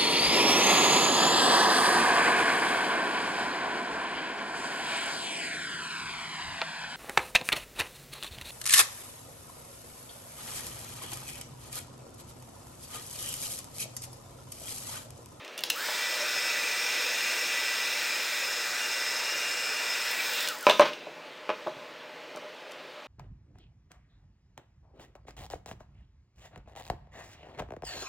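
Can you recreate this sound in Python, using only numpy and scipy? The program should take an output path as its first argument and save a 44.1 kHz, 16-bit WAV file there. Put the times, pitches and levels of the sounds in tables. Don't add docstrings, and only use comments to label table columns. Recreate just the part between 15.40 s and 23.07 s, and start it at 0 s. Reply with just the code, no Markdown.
import sys
import numpy as np
from scipy import signal
from scipy.io import wavfile
from scipy.ndimage import uniform_filter1d

SR = 44100
rng = np.random.default_rng(int(sys.argv[2]) if len(sys.argv) > 2 else 0)


def persist_wave(psi):
    counts = np.round(np.clip(psi, -1, 1) * 32767).astype(np.int16)
    wavfile.write(sys.argv[1], SR, np.atleast_2d(counts).T)


N = 338218

# (frequency [Hz], spectral level [dB])
VENT_COLOUR = [(20, -47), (50, -29), (100, -29), (135, -21.5), (200, -22.5), (300, -6.5), (550, -3.5),
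               (750, -7), (1000, -7), (2700, -7.5), (4000, -13), (6000, -23), (10500, -37.5), (15900, -37)]
# (frequency [Hz], width [Hz], lift [dB])
VENT_PEAKS = [(169, 40, 11.5), (258, 9.8, 6.5), (494, 11, 8), (584, 24, 2), (855.5, 9.9, 18)]
VENT_RMS_DB = -46
# (frequency [Hz], t60 [s])
ROOM_T60 = [(150, 0.55), (600, 0.16), (2000, 0.34), (5000, 0.39), (12000, 0.12)]

# (time [s], level [dB], pitch [Hz])
THUDS = [(5.269, -41, 140), (5.395, -39, 70), (6.365, -44, 140)]
THUD_T60_S, THUD_RISE_S = 0.09, 0.0053

# (frequency [Hz], level [dB], t60 before damping by what rests on it [s])
TABLE_MODES = [(163.5, -22.5, 0.23), (268, -32, 0.3), (342, -16.5, 0.16), (410, -18, 0.15),
               (556.4, -13, 0.17), (604, 4, 0.15), (596, -29, .07), (632, -23, 0.26), (857, -4, 0.061),
               (980, -28, 0.085), (1039, 3, 0.058), (1230, 3.5, 0.023), (1750, -42, 0.053),
               (2342, -20, 0.2), (2405, -13.5, .1), (2610, 0, 0.0094), (5400, -15, 0.0091)]
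# (time [s], level [dB], hardness [dB per octave], clatter [dB], ring time [share of the free top])
KNOCKS = [(.486, -43, 2, 7, .7), (.519, -54, -8, -3, 0.63), (.962, -55.5, -17.5, 16.5, .54),
          (5.2677, -17, 5, -6.5, 0.9), (5.2885, -27, 2, 4.5, 1), (5.298, -19.5, -3.5, -1, 0.5),
          (5.396, -12.5, -2, -3, 1.18), (5.416, -27.5, 2.5, 7, 0.68), (5.455, -32, 5, 3.5, 0.51),
          (5.49, -45.5, 5.5, -1.5, 0.5), (5.669, -42, -13.5, 0.5, .99), (6.0924, -26.5, 1.5, -4, 0.59),
          (6.102, -29.5, 4, -7, 0.31), (6.11, -42, -12, 4, .6), (6.265, -35, -5, -2, 0.4),
          (6.27, -27, -10, -0.5, 0.5), (6.95, -51, -19, 11.5, 0.49), (6.971, -42, -1, -1, .6)]
CONTACT_MS = 0.15
# (frequency [Hz], spectral level [dB])
CLATTER_COLOUR = [(120, -42), (250, -25), (600, 4.5), (1000, 10.5), (1400, 2.5), (2400, -6.5),
                  (3600, -12.5), (6000, -26), (9000, -59), (15000, -51)]
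# (frequency [Hz], t60 [s])
CLATTER_T60 = [(200, 0.28), (1000, 0.039), (3000, 0.13), (8000, .05)]
# (end [s], length [s], level [dB])
SLIDES = [(0.855, .16, -37), (5.696, 0.062, -45), (6.223, .04, -51), (6.435, .08, -44), (7.068, 0.058, -42),
          (7.608, .07, -45)]

# (peak time [s], level [dB], rise [dB per s], fall [dB per s])
RUSTLE_SWELLS = [(.17, -57, 35, 120), (.26, -38, 600, 909), (.31, -47, 254, 71), (5.3, -38.5, 171, 116),
                 (5.46, -51, 80, 192), (6.2, -62, 39, 40)]
# (frequency [Hz], spectral level [dB])
RUSTLE_COLOUR = [(1500, -33), (3000, 8), (4000, 4), (6100, 4), (7000, -2), (10500, -9), (14500, -9),
                 (16000, -6)]

# (time [s], level [dB], centre [Hz], treble re level [dB], housing ring re level [dB])
TICKS = [(.048, -41.5, 4500, -14, -10), (.079, -44, 3000, -20, -6), (.1777, -30.5, 5030, -2, -14),
         (.183, -35.5, 3970, -11, -10), (.1907, -31, 3900, -20, -12), (.207, -37, 14000, -20, -20),
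         (.2369, -22.5, 3960, -4, -16), (.238, -22.5, 1900, -30, -31), (.3, -22.5, 5200, -2, -28),
         (.302, -17, 2800, -1, -12.5), (.3605, -36, 12500, -15, -28), (.38, -36, 11100, -15, -28),
         (4.714, -29, 14000, -17, -28), (4.935, -30, 7000, -10, -28), (5.006, -26, 5200, -10, -28),
         (5.028, -32, 13000, -15, -28), (5.075, -23, 3000, -25, -20), (5.0867, -22, 5300, -7, -14),
         (5.186, -38, 7000, -7, -25), (5.209, -39, 9000, -3, -26), (5.228, -38, 10000, 2, -28),
         (5.2675, -32.5, 5500, -18, -15), (5.2965, -22.5, 3670, -27, 0), (5.309, -27, 3700, -20, -3),
         (5.3953, -24.5, 4470, -21, -9), (5.4085, -26, 3500, -22, -4), (5.533, -52, 4100, -30, 9.5),
         (6.093, -44, 2600, -22, -18), (6.272, -47, 2800, -20, -16), (6.961, -40.5, 4780, -20, -28),
         (6.973, -45, 5200, -22, -28), (7.312, -50, 5500, -22, -28), (7.3193, -42, 5450, -22, -28)]
TICK_T60_S = 0.015
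# (frequency [Hz], level [dB], t60 [s])
HOUSING_MODES = [(2810, 5, 0.05), (3540, 5, 0.05), (4070, -4.5, 0.084), (5310, 1, 0.021), (6140, -9, 0.09),
                 (7800, -17, .05)]

ON_S, SPIN_UP_S = .299, .065
OFF_S, RUN_DOWN_S = 5.04, .19
# (time [s], speed [turns per s])
RUNNING_SPEED = [(.75, 395.5), (.86, 397.6), (.99, 395.4), (1.62, 396.7), (2.3, 394.9), (2.7, 397.5),
                 (3.2, 398), (3.46, 399.3), (3.61, 395.3), (3.76, 395.9), (3.87, 400.5), (4.2, 400.3),
                 (4.31, 399), (4.57, 396.6), (4.69, 401.1), (4.76, 386), (4.86, 397)]

# (time [s], barrel resonance [dB], rush [dB], intake fizz [dB])
AIR_LEVELS = [(.4, -46, -33, -34), (.7, -36, -35, -40), (1.1, -32, -34, -39.5), (2.5, -32.5, -34, -39.5),
              (3.0, -32.5, -36, -38.5), (3.2, -40, -37.5, -40.5), (4.35, -34.5, -38, -41.5),
              (4.7, -36.5, -34, -39), (4.8, -32, -35, -35.5), (5.05, -63, -29.5, -36)]
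ROAR_DB, HISS_DB = -33, -35.5
AIR_EDGES_HZ = [2063, 2810, 4700, 10000]
AIR_FALL_DB = [12, 8.9, 25, 8.6, 8.3]
# (frequency [Hz], spectral level [dB])
AIR_COLOUR = [(120, -63), (200, -30), (500, -14.5), (1080, -15.5), (1550, -4), (2200, -6.5), (2460, 2),
              (2950, -9), (3540, -2.5), (4580, -11), (5110, -6), (5810, -17.5), (7640, -13), (9880, -24),
              (15900, -14.5)]
# (frequency [Hz], width [Hz], lift [dB])
BARREL_PEAKS = [(491, 28, 8), (935, 96, 7), (1625, 73, -4.5), (1860, 40, -4), (1896, 14.5, 6),
                (2356, 96, 4), (2592, 17, 10), (3404, 340, -2), (4750, 600, -1), (6650, 82, -6),
                (8300, 140, 4), (10770, 290, 3.5), (11400, 220, -4.5), (13500, 180, -12), (14750, 310, 8)]
TURNED_S = [3.0, 3.2, 4.55, 4.75]
# (frequency [Hz], width [Hz], lift [dB])
TURNED_PEAKS = [(2330, 100, -1), (6270, 300, -4), (8950, 300, -2), (9200, 300, -8), (10900, 300, -1),
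                (11560, 300, -4), (13600, 300, 4), (14700, 500, -4)]

# (time [s], 5th multiple [dB], 7th [dB], 10th [dB], 13th [dB], all other multiples [dB])
WHINE_LEVELS = [(.35, -49, -52, -54, -50, -52), (.39, -40, -57, -47, -47, -42),
                (.47, -43, -52, -58, -47, -43), (.57, -42, -47, -60, -41, -46),
                (.7, -46.5, -49, -62, -41.5, -43.5), (1.5, -43, -45, -55, -42, -43.5),
                (1.9, -45, -41, -49, -42, -42.5), (2.7, -44, -46, -49, -45, -45),
                (3.5, -44.5, -43, -50, -39, -43.5), (4.3, -52, -42, -54, -41.5, -45.5),
                (4.72, -41, -44, -53, -39, -46), (4.77, -47, -55, -60, -62, -62),
                (4.84, -50, -47, -51, -44, -44), (5.03, -48, -41, -59, -50, -50),
                (5.11, -45, -48, -37, -50, -50), (5.16, -42, -48, -48, -50, -47),
                (5.25, -62, -48, -32, -50, -50)]
# (multiple, level re their common level [dB])
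OTHER_MULTIPLES = [(3, -21), (4, -10), (6, -2), (8, -10.5), (9, -5.5), (11, -8), (12, -18), (14, -1),
                   (15, -7), (16, -4.5), (17, -5.5), (18, -14), (19, -24), (20, -23), (21, -12.5),
                   (22, -14.5), (23, -16), (24, -24), (26, -21), (27, -18), (28, -22), (29, -14.5),
                   (30, -18), (33, -20), (34, -19), (35, -20), (36, -25), (38, -18)]
# (frequency [Hz], width [Hz], lift [dB])
MOTOR_CASE = [(1317, 460, 13.5)]
COMMUTATOR_MULTIPLES = (5, 10)
COMMUTATOR_FALL_DB, BLADE_FALL_DB = 12.5, 20
RIPPLE_HZ = 120

EDGE_HZ = 15950

BINS_HZ = np.fft.rfftfreq(2048, 1 / SR)
FRAMES_S = np.arange(N // 256 + 9) * 256 / SR


def gain_of(db):
    return 10 ** (np.asarray(db) / 20)


def evened(x):
    return x / np.sqrt(np.mean(x ** 2) + 1e-20)


def read(points, hz):
    f, value = np.transpose(points)
    return np.interp(np.log(hz + 1), np.log(f + 1), value)


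def columns(rows, t):
    s, *values = np.transpose(rows)
    return [np.interp(t, s, v) for v in values]


def add(mix, s, sound):
    part = mix[round(s * SR):][:len(sound)]
    part += sound[:len(part)]


def humps(peaks, hz):
    return sum(db / (1 + (2 * (hz - f) / width) ** 2) for f, width, db in peaks)


def noise(gain, patchy_db):
    a, b, patches = rng.standard_normal((gain.shape[1], 1025, 3)).T
    patches = uniform_filter1d(patches, size=10, axis=0)
    patches = evened(uniform_filter1d(patches, size=24, axis=1))
    spectra = (a + 1j * b) * gain * gain_of(patchy_db * patches)
    return signal.istft(spectra, nperseg=2048, noverlap=1792)[1][:N]


def wander(per_s):
    steps = rng.standard_normal(1600)
    return np.interp(np.arange(N) / SR * per_s, np.arange(1600), steps)


def ventilation():
    colour = gain_of(read(VENT_COLOUR, BINS_HZ) + humps(VENT_PEAKS, BINS_HZ))
    steady = np.outer(colour, np.ones_like(FRAMES_S))
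    return gain_of(VENT_RMS_DB) * evened(noise(steady, patchy_db=1.5))


def room(x):
    taps = np.zeros(SR)
    at = np.arange(200, SR - 20, 20)
    taps[at + rng.integers(0, 20, len(at))] = rng.choice([-1., 1.], len(at))
    hz, t, z = signal.stft(taps, SR, nperseg=256)
    decay = gain_of(-60 * t / read(ROOM_T60, hz)[:, None])
    tail = signal.istft(z * decay, SR, nperseg=256)[1]
    return signal.oaconvolve(x, tail / np.linalg.norm(tail))[:N]


def radiated(x):
    return signal.sosfilt(signal.butter(3, 290, "high", fs=SR, output="sos"), x)


def thuds():
    out, t = np.zeros(N), np.arange(SR // 5) / SR
    for s, db, hz in THUDS:
        swell = gain_of(db - 60 * t / THUD_T60_S) * (1 - np.exp(-t / THUD_RISE_S))
        add(out, s, swell * np.sin(2 * np.pi * hz * t))
    return out


def ring(hardness_db, detune, free=0.85):
    t = np.arange(SR // 2) / SR
    out = 0
    for (hz, db, t60), d in zip(TABLE_MODES, detune):
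        level_db = db + hardness_db * np.log2(hz / 600) - 60 * t / (t60 * free)
        out = out + gain_of(level_db) * np.sin(2 * np.pi * hz * d * t)
    return out


def clatter(hardness_db, chance):
    hz, t, z = signal.stft(chance, SR, nperseg=256, noverlap=224)
    colour_db = read(CLATTER_COLOUR, hz) + hardness_db * np.log2((hz + 100) / 600)
    decay_db = 60 * t / read(CLATTER_T60, hz)[:, None]
    sound = signal.istft(z * gain_of(colour_db[:, None] - decay_db), SR, nperseg=256, noverlap=224)[1]
    onset = np.minimum(np.arange(len(sound)) / 30, 1)
    return sound / np.sqrt(np.mean(sound[:400] ** 2)) * onset


def knocks():
    out = np.zeros(N)
    draws = rng.standard_normal((len(KNOCKS), SR // 3))
    push = np.hanning(3 + round(CONTACT_MS * SR / 1000))
    push = push / push.sum()
    for (s, db, hardness_db, clatter_db, free), chance in zip(KNOCKS, draws):
        detune = 1 + 0.013 * chance[:len(TABLE_MODES)]
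        add(out, s, gain_of(db) * np.convolve(ring(hardness_db, detune, max(free, .1)), push))
        add(out, s, gain_of(db + clatter_db) * clatter(hardness_db, chance))
    return out


def slides():
    t, release_s = np.arange(N) / SR, .015
    level = 0
    for end, length, db in SLIDES:
        times = [end - length, end - 0.18 * length, end, end + release_s]
        level = level + gain_of(db) * np.interp(t, times, [0.042, 0.72, 0.16, 0.053])
    modes = ring(-5.0, np.ones(len(TABLE_MODES)))
    return signal.oaconvolve(level * rng.standard_normal(N), modes / np.linalg.norm(modes))[:N]


def rustle():
    colour, t = gain_of(read(RUSTLE_COLOUR, BINS_HZ)), np.arange(N) / SR
    level = 0
    for s, db, rise, fall in RUSTLE_SWELLS:
        level = level + gain_of(db - np.where(t < s, rise * (s - t), fall * (t - s)))
    flutter = gain_of(2.5 * wander(per_s=37))
    return flutter * level * evened(noise(np.outer(colour, np.ones_like(FRAMES_S)), patchy_db=3))


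def ticks():
    out, t = np.zeros(N), np.arange(SR // 4) / SR
    spread, rattle_s = 1.35, .004
    bright = signal.butter(2, 7000, "high", fs=SR, output="sos")
    bursts = rng.standard_normal((len(TICKS), 2 + len(HOUSING_MODES), len(t)))
    for (s, db, hz, treble_db, ring_db), burst in zip(TICKS, bursts):
        band = signal.butter(1, [hz / spread, hz * spread], "band", fs=SR, output="sos")
        body = evened(signal.sosfilt(band, burst[0]))
        edge = evened(signal.sosfilt(bright, burst[1]))
        add(out, s, gain_of(db - 60 * t / TICK_T60_S) * (body + gain_of(treble_db) * edge))
        rattle = evened(uniform_filter1d(burst[2:], size=round(rattle_s * SR), axis=1))
        housing = 0
        for (f, mode_db, t60), chop in zip(HOUSING_MODES, rattle):
            housing = housing + gain_of(mode_db - 60 * t / t60) * np.sin(2 * np.pi * f * t) * chop
        add(out, s, gain_of(db + ring_db) * housing)
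    return out


def speed(t):
    spin_up = 1 - np.exp(-np.maximum(t - ON_S, 1e-4) / SPIN_UP_S)
    run_down = np.exp(-np.maximum(t - OFF_S, 0) / RUN_DOWN_S)
    return columns(RUNNING_SPEED, t)[0] * spin_up * run_down


def halvings(t):
    return np.log2(columns(RUNNING_SPEED, t)[0] / speed(t))


def air():
    colour = gain_of(read(AIR_COLOUR, BINS_HZ) + humps(BARREL_PEAKS, BINS_HZ))
    above = [1 / (1 + (edge / (BINS_HZ + 1)) ** 16) for edge in AIR_EDGES_HZ]
    shares = -np.diff([np.ones_like(BINS_HZ), *above, np.zeros_like(BINS_HZ)], axis=0)
    barrel_db, rush_db, fizz_db = columns(AIR_LEVELS, FRAMES_S)
    levels_db = (ROAR_DB, barrel_db, rush_db, HISS_DB, fizz_db)
    slow = halvings(FRAMES_S)
    power = 0
    for share, db, fall in zip(shares, levels_db, AIR_FALL_DB):
        spectrum = share * colour ** 2
        power = power + np.outer(spectrum / np.sum(spectrum), gain_of(2 * (db - fall * slow)))
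    turned = np.interp(FRAMES_S, TURNED_S, [0, 1, 1, 0])
    turning = gain_of(np.outer(humps(TURNED_PEAKS, BINS_HZ), turned))
    return noise(np.sqrt(power) * turning, patchy_db=1.0)


def blurred(share, per_s):
    return np.sqrt(1 - share) + np.sqrt(share / 2) * (wander(per_s) + 1j * wander(per_s))


def whine():
    t = np.arange(N) / SR
    shaft, slow = speed(t), halvings(t)
    turns = np.cumsum(shaft * (1 + .0009 * wander(per_s=25))) / SR
    *main_db, other_db = columns(WHINE_LEVELS, t)
    tones = list(zip((5, 7, 10, 13), main_db))
    tones += [(round(k), other_db + db) for k, db in OTHER_MULTIPLES]
    out = 0
    for k, db in tones:
        if k in COMMUTATOR_MULTIPLES:
            fall_db, scattered = COMMUTATOR_FALL_DB, .2
        else:
            fall_db, scattered = BLADE_FALL_DB, .45
        level_db = db - slow * fall_db + humps(MOTOR_CASE, k * shaft)
        envelope = blurred(scattered, per_s=min(9 * k, 200))
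        tone = (envelope * np.exp(2j * np.pi * k * turns)).real
        out = out + np.sqrt(2) * gain_of(level_db) * tone
    return (1 + 0.22 * np.cos(2 * np.pi * RIPPLE_HZ * t)) * out


def scene():
    gun = air() + whine()
    taps = radiated(ticks()) + rustle()
    table = radiated(knocks() + slides())
    echoes = room(gain_of(-11) * gun + gain_of(-9.5) * taps + gain_of(-8) * table)
    return np.tile(gun + taps + table + echoes + thuds() + ventilation(), (2, 1))


def record(dry):
    band_limit = signal.firwin(1023, EDGE_HZ, window=("kaiser", 9), fs=SR)
    return signal.oaconvolve(np.clip(dry, -1, 1), band_limit[None], "same")


dry = scene()
out = record(dry)
persist_wave(out)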